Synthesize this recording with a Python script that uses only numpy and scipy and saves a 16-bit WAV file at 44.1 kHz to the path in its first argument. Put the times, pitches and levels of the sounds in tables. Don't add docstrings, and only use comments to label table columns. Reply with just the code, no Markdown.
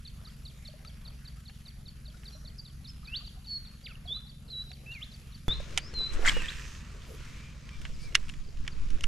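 import sys
import numpy as np
from scipy import signal
from scipy.fft import rfft, irfft
from scipy.io import wavfile
from scipy.ndimage import uniform_filter1d

SR = 44100
rng = np.random.default_rng(int(sys.argv[2]) if len(sys.argv) > 2 else 0)


def pcm_store(signal):
    levels = np.round(np.clip(np.atleast_2d(signal), -1, 1) * 32767)
    wavfile.write(sys.argv[1], SR, levels.astype(np.int16).T)


N = 399987
T = np.arange(N) / SR
JUMP_S = 5.482


def gain_of(db):
    return 10 ** (np.asarray(db) / 20)


def evened(x):
    return x / np.sqrt(np.mean(x ** 2) + 1e-20)


def read(points, hz):
    point_hz, value = np.transpose(points)
    return np.interp(np.log(hz + 1), np.log(point_hz + 1), value)


def curves(rows, t):
    time_s, *columns = np.transpose(rows)
    return [np.interp(t, time_s, column) for column in columns]


def add(mix, start_s, sound):
    part = mix[..., max(round(start_s * SR), 0):][..., :sound.shape[-1]]
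    part += sound[..., :part.shape[-1]]


def placed(x, pan_db):
    return x * gain_of(np.array([pan_db / 2, -pan_db / 2]).reshape(2, -1))


def resonate(x, hz, width_hz):
    turn = np.exp(2j * np.pi * np.cumsum(hz * np.ones(len(x))) / SR)
    r = np.exp(-np.pi * width_hz / SR)
    return 2 * (turn * signal.lfilter([1 - r], [1, -r], x / turn)).real


def resonate_twice(x, hz, width_hz):
    return resonate(resonate(x, hz, width_hz), hz, width_hz)


def swells(bed_db, rows):
    rises = sum(gain_of(db) * np.exp(-(2 * (T - s) / length) ** 2) for s, length, db in rows)
    return gain_of(bed_db) + rises


def wander(per_s):
    return np.interp(T * per_s, np.arange(200), rng.standard_normal(200))


# freq_hz, likeness (0-1)
STEREO_LIKENESS = [(60, 0.96), (180, 0.89), (550, 0.56), (1650, 0.46), (4970, 0.86), (15000, 0.11)]


def noise(spectrum, size, patchy_db, flicker_db, same=None, tilt=None):
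    hop = size // 4
    frames, hz = N // hop + 5, np.fft.rfftfreq(size, 1 / SR)
    a, b, c, d, patches = rng.standard_normal((frames, len(hz), 5)).T
    patches = uniform_filter1d(patches, size // 64, 0)
    patches = evened(uniform_filter1d(patches, size=4096 // hop, axis=1))
    field_db = read(spectrum, hz)[:, None]
    field_db = field_db + patchy_db * patches / (1 + hz[:, None] / 9000)
    field_db = field_db + flicker_db * rng.standard_normal(frames)
    if tilt is not None:
        frame_tilt = np.interp(np.arange(frames) * hop, np.arange(N), tilt)
        field_db = field_db + np.outer(np.log2(hz / 2500 + 0.037), frame_tilt)
    like = np.clip(read(STEREO_LIKENESS, hz)[:, None] if same is None else same, 0, 1)
    left = a + 1j * b
    right = like * left + np.sqrt(1 - like ** 2) * (c + 1j * d)
    spectra = np.array([left, right]) * gain_of(field_db)
    return evened(signal.istft(spectra, nperseg=size, noverlap=size - hop)[1][:, :N])


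# multiple of the firing rate, relative level_db
ENGINE_ORDERS = [(1, -9), (2, -2), (3, 1.5), (4, -5), (5, -3.5), (6, 4), (7, -3), (8, -10), (9, -7.5),
                 (10, -6)]
ENGINE_DB = -51.5
FIRING_HZ, DRIFT = 22.44, 0.00819


def engine(turns):
    out = np.zeros(N)
    for order, db in ENGINE_ORDERS:
        tone = np.cos(2 * np.pi * order * turns - 0.065 * order ** 2)
        out += gain_of(db + 1.27 * wander(6.0)) * tone
    return gain_of(ENGINE_DB) * evened(out)


def hum():
    return gain_of(-56) * evened(resonate_twice(rng.standard_normal(N), 54, 4.3))


# freq_hz, relative density_db (per Hz)
RUMBLE_COLOUR = [(9, -42), (15, -7), (50, 3.5), (70, 0.5), (97, -10.5), (140, -9.5), (230, -16.5),
                 (280, -21.5), (350, -35.5), (520, -45), (880, -120)]
RUMBLE_DB, RUMBLE_LATER_DB, RUMBLE_SWELL_DB = -48.5, -45.5, 1


def rumble(turns):
    puffs = 1 + 0.057 * np.cos(2 * np.pi * turns)
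    gain_db = np.where(T < JUMP_S, RUMBLE_DB, RUMBLE_LATER_DB) + RUMBLE_SWELL_DB * wander(3.0)
    return gain_of(gain_db) * noise(RUMBLE_COLOUR, size=2048, patchy_db=0.93, flicker_db=0.54) * puffs


def pump():
    turns = np.cumsum(FIRING_HZ * (1 + DRIFT * wander(6.0))) / SR
    return engine(turns) + hum() + rumble(turns)


# freq_hz, relative density_db (per Hz)
AIR_COLOUR = [(160, -59), (280, -23), (354, -6), (648, -12.5), (877, -14.5), (1290, -8), (2800, -10.5),
              (4400, -14), (4950, -12.5), (7280, -16), (8470, -20.5), (10900, -17), (13300, -21),
              (14300, -52), (15500, -57)]
# centre_s, length_s, rise_db
AIR_RISES = [(0.4, 1.67, -70.5), (1.56, 0.63, -75), (2.29, 0.32, -68.5), (3.3, 1.14, -73), (5.1, 0.73, -67)]


def country_air():
    far = noise(AIR_COLOUR, size=512, patchy_db=3.0, flicker_db=1.93)
    return swells(-64, AIR_RISES) * far * (T < JUMP_S)


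# centre_s, length_s, rise_db
RUSH_RISES = [(0.9, 0.22, -68.5), (2.3, 0.34, -68), (4.0, 0.82, -76.5), (4.78, 0.45, -68),
              (5.68, 0.28, -53.5), (6.22, 0.16, -47.5), (7.15, 0.32, -61), (8.0, 0.86, -69),
              (8.9, 0.28, -63)]


def low_rush():
    colour = [(200, -43), (350, -5.5), (500, -5.5), (650, -8.5), (1000, -25.5), (2000, -110)]
    return swells(-75.5, RUSH_RISES) * noise(colour, size=1024, patchy_db=5.5, flicker_db=4.0, same=0.43)


CICADA_HZ, CICADA_WIDTH_HZ, CICADA_DB, PULSES_PER_S = 10987, 710, -70.5, 170
BUZZ_START_S, BUZZ_LENGTH_S, BUZZ_HZ, BUZZ_DB, BUZZ_FADE_DB = 2.3, 0.15, 5680, -65, -2.5


def cicadas():
    unevenness = 2.73 * uniform_filter1d(rng.standard_normal(N), size=400)
    pulses = 1 + 0.91 * np.sin(2 * np.pi * np.cumsum(PULSES_PER_S * (1 + unevenness)) / SR)
    bands = [resonate_twice(rng.standard_normal(N), CICADA_HZ, CICADA_WIDTH_HZ) for _ in "LR"]
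    return gain_of(CICADA_DB) * evened(np.array(bands) * pulses) * (T < JUMP_S)


def insect_buzz():
    band = resonate(resonate(rng.standard_normal(N), BUZZ_HZ, 330), BUZZ_HZ, 300)
    progress = np.clip((T - BUZZ_START_S) / BUZZ_LENGTH_S, 0, 1)
    inside = (T > BUZZ_START_S) & (T < BUZZ_START_S + BUZZ_LENGTH_S)
    return evened(band) * gain_of(BUZZ_DB + BUZZ_FADE_DB * progress) * inside


# delay_s, length_s, start_hz, bend_hz (pulls the middle), end_hz, relative level_db
TRILL_SLURS = [(-.003, 0.021, 4540, 3940, 3490, 0.5), (.022, 0.015, 4576, 4790, 4110, 3),
               (0.044, 0.012, 3470, 3280, 2950, -8.5)]


def trill(db, shift, jitter_db):
    out = np.zeros(SR // 10)
    for (delay, length, start_hz, bend_hz, end_hz, slur_db), chance_db in zip(TRILL_SLURS, jitter_db):
        u = np.linspace(0, 1, round(length * SR))
        hz = shift * ((1 - u) ** 2 * start_hz + 2 * u * (1 - u) * bend_hz + u ** 2 * end_hz)
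        slur = np.sin(np.pi * u) ** 0.29 * np.sin(2 * np.pi * np.cumsum(hz) / SR)
        add(out, delay + .01, gain_of(db + slur_db + chance_db) * slur)
    return out


# start_s, level_db (before the slur's own level and chance)
TRILL_CALLS = [(0.052, -47.5), (0.2503, -49), (0.454, -47.5), (0.6527, -48), (0.8506, -48.5),
               (1.053, -49.5), (1.2532, -50.5), (1.4567, -50.5), (1.6572, -50), (1.8583, -49),
               (2.056, -49.5), (2.2554, -49), (2.4514, -50.5), (2.6522, -51), (2.8486, -51), (3.0506, -51),
               (3.246, -48.5), (3.445, -51.5), (3.649, -53), (3.8577, -49.5), (4.058, -51), (4.2694, -52),
               (4.4819, -53), (4.7067, -51.5), (4.916, -53), (5.1165, -53), (5.3228, -53)]


def trilling_bird():
    out = np.zeros(N)
    for (s, db), chance in zip(TRILL_CALLS, rng.standard_normal((len(TRILL_CALLS), 4))):
        add(out, s - .01, trill(db, 1 + 0.012 * chance[0], 2.0 * chance[1:]))
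    return out


# start_s, level_db (4 dB above what is played), start_hz
CLEAR_GURGLES = [(0.271, -54, 1230), (0.687, -46, 586), (0.738, -46, 580), (0.848, -51, 1257),
                 (0.879, -55, 606), (1.373, -58, 1250), (2.08, -53, 587), (2.142, -52.5, 1380),
                 (2.35, -51, 585), (2.443, -52, 586), (3.03, -52, 1200), (3.208, -50.5, 1150),
                 (3.373, -53.5, 710), (4.054, -49, 680), (4.165, -50, 1200), (4.707, -50, 703),
                 (5.015, -50.5, 1190)]
FAINT_COUNT, FAINT_DB, FAINT_SPREAD_DB = 20, -60.5, 1.5
FAINT_LOW_HZ, FAINT_HIGH_HZ = 496, 1373


def gurgles():
    out, t = np.zeros((2, N)), np.arange(SR // 4) / SR
    faint = []
    for when, level, pitch in rng.random((FAINT_COUNT, 3)):
        hz = FAINT_LOW_HZ * (FAINT_HIGH_HZ / FAINT_LOW_HZ) ** pitch
        faint.append((JUMP_S * when, FAINT_DB + FAINT_SPREAD_DB * (2 * level - 1), hz))
    bubbles = CLEAR_GURGLES + faint
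    for (s, db, hz), pan_db in zip(bubbles, rng.normal(0, 9.7, len(bubbles))):
        pop = np.sin(2 * np.pi * hz * t * (1 + 2.13 * t)) * np.minimum(t / 0.001, 1)
        add(out, s, placed(gain_of(db - 4.0 - 60 * t / 0.086) * pop, pan_db))
    return out


# pitch_hz (each click shifts it slightly), relative level_db, t60_s
REEL_MODES = [(2880, 6, 0.012), (5620, -31, 0.015), (6850, -37, 0.017)]
# freq_hz, relative density_db (per Hz)
CRACK_COLOUR = [(180, -47), (300, -59), (461, -37), (1640, -3.5), (2040, 2), (2440, -1.5), (2930, 1.5),
                (4570, -11), (5210, -5.5), (9930, -18), (11100, -29), (15500, -40)]


def click(tilt, t60):
    t, hz = np.arange(4096) / SR, np.fft.rfftfreq(4096, 1 / SR)
    shared, left, right = rng.standard_normal((3, 4096))
    colour = gain_of(read(CRACK_COLOUR, hz) + tilt * np.log2(hz / 2500 + .05))
    crack = evened(irfft(rfft([shared + 0.2 * left, shared + 0.55 * right]) * colour))
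    decay = gain_of(-60 * t / max(t60, .004)) + gain_of(-15.5 - 60 * t / 0.056)
    crack *= decay * np.minimum(t / 0.00048, 1)
    treble = crack - uniform_filter1d(crack, size=7, axis=1, origin=3)
    crack -= treble * np.minimum(t / 0.014, 1)
    ring = np.zeros(len(t))
    for (mode_hz, db, mode_t60), chance in zip(REEL_MODES, rng.standard_normal(len(REEL_MODES))):
        ring += gain_of(db - 60 * t / mode_t60) * np.sin(2 * np.pi * mode_hz * (1 + 0.052 * chance) * t)
    no_bass = signal.butter(2, 900, 'high', fs=SR, output='sos')
    both = signal.sosfilt(no_bass, crack + gain_of(-6.5) * ring)
    return both / np.sqrt(uniform_filter1d(both ** 2, size=60, axis=1).max() * 3)


# start_s, level_db (nominal peak),
# brightness_db (per octave), t60_s (of the snap), pan_db (left minus right)
CLICK_ROWS = [ (0.8485, -43, 0, 0.013, 3), (1.496, -45, -5, 0.026, 2), (2.234, -45, -14, 0.022, -5),
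              (2.8432, -54, -16, 0.016, -3), (2.902, -48, 6, .013, 5), (3.278, -45, -25, 0.0094, 0),
              (4.716, -39.5, -2, 0.011, -4), (5.481, -38.5, 12, .012, -2), (5.487, -42, 13, .012, 3),
              (5.536, -52, 6, .012, 1), (5.605, -44, 4, .012, -2), (5.7743, -29, 1, 0.014, -3),
              (5.7758, -11, 1.5, 0.012, -2), (5.7797, -22, 3.5, 0.071, -2), (5.916, -52.5, 1, .012, -3),
              (5.939, -39.5, 4, 0.016, 3), (5.988, -46, 8, 0.018, 1), (6.226, -36, -8, .012, 4),
              (7.02, -43.5, -2, 0.013, -7), (7.691, -38, -1, 0.017, -3), (7.816, -42, 5, .012, -1),
              (7.852, -29, -6, 0.043, -3), (8.124, -45, -3, .03, -6), (8.1462, -33, 1, .012, -3),
              (8.149, -20, 4, .01, -2), (8.1523, -4.5, 0, .013, -2), (8.1558, -20, 0, .012, -2),
              (8.1612, -28, -4, .012, -2), (8.283, -40, 2, 0.011, 5), (8.292, -36, 0, .012, -1.5),
              (8.297, -29, -1.5, 0.014, -0.5), (8.338, -40, -1, .016, -1), (8.572, -44, 1.5, 0.013, 1),
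              (8.6502, -44, -5, 0.013, -8), (8.6667, -39, -8, 0.01, -6), (8.6777, -23.5, -3, 0.02, -1),
              (8.9038, -39.5, 2, 0.014, 2), (9.0084, -31, 3, .011, -1), (9.0365, -31, 3, .01, -2),
              (9.0402, -19, -1, .009, -2), ]


def clicks():
    out = np.zeros((2, N))
    for s, db, tilt, t60, pan_db in CLICK_ROWS:
        add(out, s, placed(gain_of(db) * click(tilt, t60), pan_db))
    return out


NOTE_ENDS_DB = -12


def short_note(s, length, start_hz, middle_hz, end_hz, db, peak):
    u = np.linspace(-1, 1, num=11)
    hz = middle_hz + u * (end_hz - start_hz) / 2 + u ** 2 * ((start_hz + end_hz) / 2 - middle_hz)
    away = np.interp((u + 1) / 2, [0, np.clip(peak, .1, .9), 1], [1, 0, 1])
    return np.transpose([s + length * (u + 1) / 2, hz, db + NOTE_ENDS_DB * away ** 2])


def whistle(rows, tremble):
    t = np.arange(rows[0][0], rows[-1][0], 1 / SR)
    hz, db = (uniform_filter1d(c, size=130) for c in curves(rows, t))
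    trembling = 1 + tremble * uniform_filter1d(rng.standard_normal(len(t)), size=80)
    phase = 2 * np.pi * np.cumsum(hz * trembling) / SR
    octave = 0.0086 + 1.9 * np.clip(1 - hz / 1900, 0, 1) ** .5
    db += 0.86 * evened(uniform_filter1d(rng.standard_normal(len(t)), size=200))
    fade = np.minimum(np.minimum(t - t[0], t[-1] - t) / 0.0014, 1)
    tone = np.sin(phase) + octave * np.sin(2 * phase)
    return rows[0][0], np.sqrt(2) * gain_of(db) * fade * tone


# start_s, length_s, start_hz, middle_hz, end_hz,
# level_db (rms of the sine at its peak), peak_place (0-1)
SHORT_WHISTLES = [(2.32, 0.049, 4170, 4110, 4150, -54, 0.4), (2.581, 0.029, 5400, 4680, 4700, -44, .6),
                  (2.875, 0.042, 4960, 5160, 5030, -48.5, .45),
                  (3.887, 0.042, 2950, 2700, 2250, -52.5, 0.9), (3.951, 0.0096, 3140, 2850, 2600, -50, 0.6),
                  (5.788, .12, 4450, 4980, 5570, -52, .7), (6.33, .1, 2720, 2880, 2370, -40.5, 0.3),
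                  (6.43, 0.038, 2000, 1800, 1900, -42.5, 0.3), (7.25, .07, 6030, 5000, 4100, -66, .4),
                  (7.367, 0.17, 2270, 2380, 2490, -60, .45), (7.71, 0.064, 2350, 2360, 2300, -57, .4),
                  (7.93, .05, 5800, 4800, 3970, -61, 0.1), (7.979, .04, 2300, 2240, 2260, -64, .45),
                  (8.01, .1, 2250, 2320, 2070, -57.5, 0.6), (8.438, .022, 5050, 4650, 4180, -64, 0.5),
                  (8.476, .026, 5000, 4600, 4200, -61, .45), (8.712, .024, 5050, 4600, 4200, -56, .45)]
# time_s, pitch_hz, level_db (rms of the sine)
SONG_NOTES = [
    [(3.07, 2240, -61), (3.084, 2494, -48), (3.116, 2666, -56), (3.135, 2740, -39), (3.143, 2900, -37),
     (3.171, 4595, -35), (3.2, 4470, -56)],
    [(3.46, 4710, -60), (3.474, 4456, -49), (3.516, 4430, -37.5), (3.568, 4340, -36), (3.6, 4280, -59)],
    [(3.835, 4700, -62), (3.845, 4790, -49), (3.853, 4750, -50), (3.865, 3236, -42.5), (3.873, 2260, -44),
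     (3.883, 1650, -63.5), (3.925, 1217, -59)],
    [(4.075, 3365, -47), (4.089, 3320, -41.5), (4.131, 3610, -31.5), (4.14, 3720, -52), (4.148, 3895, -39),
     (4.166, 4010, -38.5), (4.21, 4015, -66)],
    [(4.5, 4080, -47), (4.514, 4120, -48), (4.536, 3912, -40.5), (4.622, 3940, -40.5), (4.635, 4060, -55)],
    [(4.86, 2410, -50), (4.87, 2660, -52), (4.895, 2632, -47), (4.922, 2820, -42.5), (4.945, 2700, -52)],
    [(4.945, 2700, -62), (4.953, 2495, -44.5), (4.981, 2130, -49.5), (5.0, 2074, -60), (5.01, 2220, -54),
     (5.02, 2909, -45), (5.032, 3530, -36.5), (5.046, 4248, -55), (5.05, 4460, -57)],
    [(5.484, 3440, -34), (5.51, 3566, -31), (5.528, 3820, -29.5), (5.538, 4050, -42.5), (5.59, 4130, -58)],
    [(5.93, 4400, -61), (5.948, 4166, -43.5), (5.962, 4150, -37), (6.0, 3993, -32), (6.028, 3980, -34),
     (6.066, 4025, -36), (6.102, 4050, -50), (6.12, 4100, -57)],
    [(6.478, 3030, -61), (6.486, 3270, -33), (6.498, 4000, -41.5), (6.508, 4430, -58)],
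]


def whistles():
    out = np.zeros(N)
    for row in SHORT_WHISTLES:
        add(out, *whistle(short_note(*row), tremble=0.15))
    for rows in SONG_NOTES:
        add(out, *whistle(rows, tremble=0.036))
    return out


def trees(x, t60):
    taps = np.zeros((3, 2, SR))
    at = np.arange(500, SR - 20, 20) + rng.integers(0, 20, (3, 2, (SR - 501) // 20))
    np.put_along_axis(taps, at, rng.choice([-1., 1.], at.shape), 2)
    taps *= gain_of(-60 * np.arange(SR) / SR / t60)
    paths = signal.fftconvolve(x[None, None], taps / np.linalg.norm(taps[0, 0]), axes=2)[..., :N]
    sway = 2 * np.pi * 7 * T + np.arange(3)[:, None] * 2 * np.pi / 3
    return (paths * np.cos(sway / 2)[:, None] ** 2).sum(0)


def whistles_and_trills():
    small, song = trilling_bird(), whistles()
    before = T < JUMP_S
    echoes = trees((song + small) * before, 0.65) * before + trees(song * ~before, 0.33)
    direct = placed(song, np.where(before, -1.5, 2.5)) + placed(small, -.8)
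    return direct + gain_of(-11.5) * echoes


# time_s, gain_db, brightness_db (per octave)
SLEEVE_MOTION = [(5.48, -43.5, -5), (5.56, -49, -2), (5.75, -48.5, -0.5), (5.87, -51, -3),
                 (6.09, -47.5, -2), (6.16, -43, -5.5), (6.22, -46.5, 1.5), (6.28, -40, 2), (6.4, -41, -2),
                 (6.55, -46.5, 0.24), (6.85, -53, -0.5), (7.32, -50, 0), (7.6, -55, -0.8),
                 (7.82, -51, -0.3), (7.94, -54, 1), (8.25, -52, 0), (8.5, -58.5, 1.1), (8.7, -53, -1.1),
                 (9.07, -52, -0.5)]
# freq_hz, relative density_db (per Hz)
CLOTH_COLOUR = [(150, -15), (250, -6), (442, -5), (795, -23), (1070, -4.5), (1850, -8), (2440, -6),
                (3830, -10), (5040, -10), (6770, -12), (8770, -20.5), (12200, -26), (15500, -42)]
SLEEVE_LEFT_DB, SLEEVE_PASSES_S = 3.0, 6.25


def sleeves():
    gain_db, tilt = curves(SLEEVE_MOTION, T)
    pan_db = SLEEVE_LEFT_DB * (T < SLEEVE_PASSES_S)
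    cloth = noise(CLOTH_COLOUR, size=256, patchy_db=1.7, flicker_db=2.0, same=0.71, tilt=tilt)
    return placed(gain_of(gain_db), pan_db) * cloth * (T >= JUMP_S)


# centre_s, length_s, rise_db
WIND_GUSTS = [(5.48, 0.071, -21), (5.7, 0.46, -40.5), (5.99, 0.054, -36), (6.17, .12, -26.5),
              (6.32, 0.21, -20.5), (6.62, 0.18, -47), (7.29, 0.27, -51), (7.8, 0.089, -37),
              (7.98, 0.26, -34.5), (8.3, 0.36, -32), (8.63, 0.17, -31), (8.83, 0.14, -24.5),
              (8.95, 0.09, -21.5), (9.07, 0.066, -21)]
LULL_DB, WIND_PAN_DB = -55, -3


def wind():
    colour = [(3, 5.5), (12, -5.0), (30, -12), (70, -41.5), (300, -39.5), (1000, -118)]
    lumps = noise(colour, size=4096, patchy_db=2.2, flicker_db=1.0, same=0.67)
    lumps /= np.sqrt(uniform_filter1d(lumps ** 2, size=SR // 6, axis=1) + 0.29)
    return placed(swells(LULL_DB, WIND_GUSTS), WIND_PAN_DB) * lumps * (T >= JUMP_S)


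# start_s, level_db (1 dB below what is played), pitch_hz
DULL_KNOCKS = [(5.482, -39, 623), (5.485, -30, 55.1), (5.601, -35, 570), (5.778, -31, 776),
               (5.935, -42, 458), (6.008, -40, 430), (6.14, -40, 300), (6.366, -27.5, 491)]


def knocks():
    out, t = np.zeros((2, N)), np.arange(SR // 4) / SR
    for s, db, hz in DULL_KNOCKS:
        thud = np.sin(2 * np.pi * hz * t)
        thud += 0.3 * np.sin(2 * np.pi * 1.84 * hz * t)
        thud += 0.2 * np.sin(2 * np.pi * 2.9 * hz * t)
        add(out, s, gain_of(db + 1.0 - 60 * t * hz / 21) * thud * np.minimum(t / 0.0014, 1))
    return out


# centre_s, peak_db (before the slight pan), pitch_hz, cycles
VORTICES = [(6.236, -43, 1080, 7.8), (6.25, -24, 1920, 6.4), (6.26, -20, 1500, 8.9),
            (6.266, -22.5, 7200, 18), (6.27, -17, 1840, 3.9), (6.278, -13, 2037, 13),
            (6.282, -25.5, 4400, 32), (6.284, -18, 2050, 8.8), (6.288, -20, 3180, 53),
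            (6.288, -30, 7350, 68), (6.293, -28, 5100, 20), (6.296, -18.5, 2150, 12), (6.296, -14, 3280, 8)]


def vortices():
    out = np.zeros((2, N))
    for (s, peak_db, hz, cycles), chance in zip(VORTICES, rng.standard_normal((len(VORTICES), 3))):
        phase, lag, bend = chance
        length = cycles / hz
        u = np.linspace(-1, 1, round(length * SR))
        angle = np.pi * cycles * (u + 0.057 * bend * u ** 2) + phase + np.array([[.4], [-.4]]) * lag
        add(out, s - length / 2, gain_of(peak_db) * np.cos(np.pi * u / 2) ** 2 * np.sin(angle))
    return out


# time_s, gain_db, brightness_db (per octave)
ROD_SWEEP = [(6.12, -59, 10.5), (6.14, -42.5, 6.5), (6.174, -64, 11), (6.22, -48, -8), (6.243, -44, -12.5),
             (6.252, -29, -1), (6.274, -22.5, 1.9), (6.296, -23.5, 3), (6.304, -32.5, 1), (6.33, -34, -1)]
# freq_hz, relative density_db (per Hz)
ROD_AIR_COLOUR = [(180, -58), (300, -30), (892, -7.5), (1050, -13), (1160, -4), (2040, -2.5), (2480, -13),
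                  (3230, -10.5), (4800, -18.5), (7620, -19.5), (15500, -56)]


def whip():
    gain_db, tilt = curves(ROD_SWEEP, T)
    inside = (T > ROD_SWEEP[0][0]) & (T < ROD_SWEEP[-1][0])
    air = noise(ROD_AIR_COLOUR, size=128, patchy_db=0.0, flicker_db=1.0, same=0.62, tilt=tilt)
    return placed(gain_of(gain_db) * inside * air + vortices(), 0.5)


# pitch_hz, width_hz (of each of two passes), relative gain_db
REEL_FRAME = [(1840, 610, 13.5), (2410, 870, 11.5), (3380, 260, -19), (7340, 1600, -3)]
SPIN_S, HOLD_S, STOP_S = 6.3, 6.438, 6.95
SPIN_DB, RUNDOWN_DB_PER_S, RATTLES_PER_S = -44, 45, 350


def spool():
    gain_db = SPIN_DB - RUNDOWN_DB_PER_S * np.maximum(T - HOLD_S, 0)
    unevenness = 1.9 * uniform_filter1d(rng.standard_normal(N), size=60)
    count = np.floor(np.cumsum(RATTLES_PER_S * (1 + unevenness)) / SR)
    rattles = (np.diff(count, prepend=0) > 0) * gain_of(6.0 * rng.standard_normal(N))
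    drive = evened(rattles) + 0.87 * rng.standard_normal(N)
    frame = sum(gain_of(db) * resonate_twice(drive, hz, width) for hz, width, db in REEL_FRAME)
    spinning = (T > SPIN_S) & (T < STOP_S)
    return placed(gain_of(gain_db) * evened(frame) * spinning, -6.2)


# start_s, length_s, level_db (rms before fades), pitch_hz, width_hz (each of two passes)
FABRIC_BRUSHES = [(6.503, 0.36, -57, 5950, 2490), (7.042, 0.16, -65, 11200, 2500),
                  (7.081, 0.49, -59, 2190, 1090), (7.986, .1, -56, 4800, 1800),
                  (7.993, 0.086, -67, 9200, 1800)]


def brushes():
    out = np.zeros((2, N))
    for s, length, db, hz, width in FABRIC_BRUSHES:
        shared, left, right = rng.standard_normal((3, round(length * SR)))
        pair = [resonate_twice(shared + 0.4 * own, hz, width) for own in (left, right)]
        fade = signal.windows.tukey(len(shared), .7)
        add(out, s, gain_of(db) * evened(np.array(pair)) * fade)
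    return out


def scene():
    far = pump() + country_air() + low_rush() + cicadas() + insect_buzz()
    near = whistles_and_trills() + gurgles() + wind() + clicks() + knocks()
    return far + near + sleeves() + whip() + spool() + brushes()


def record(dry):
    lowpass = signal.firwin(511, 15600, window=("kaiser", 9), fs=SR)
    return signal.oaconvolve(dry, lowpass[None], "same")


dry = scene()
out = record(dry)
pcm_store(out)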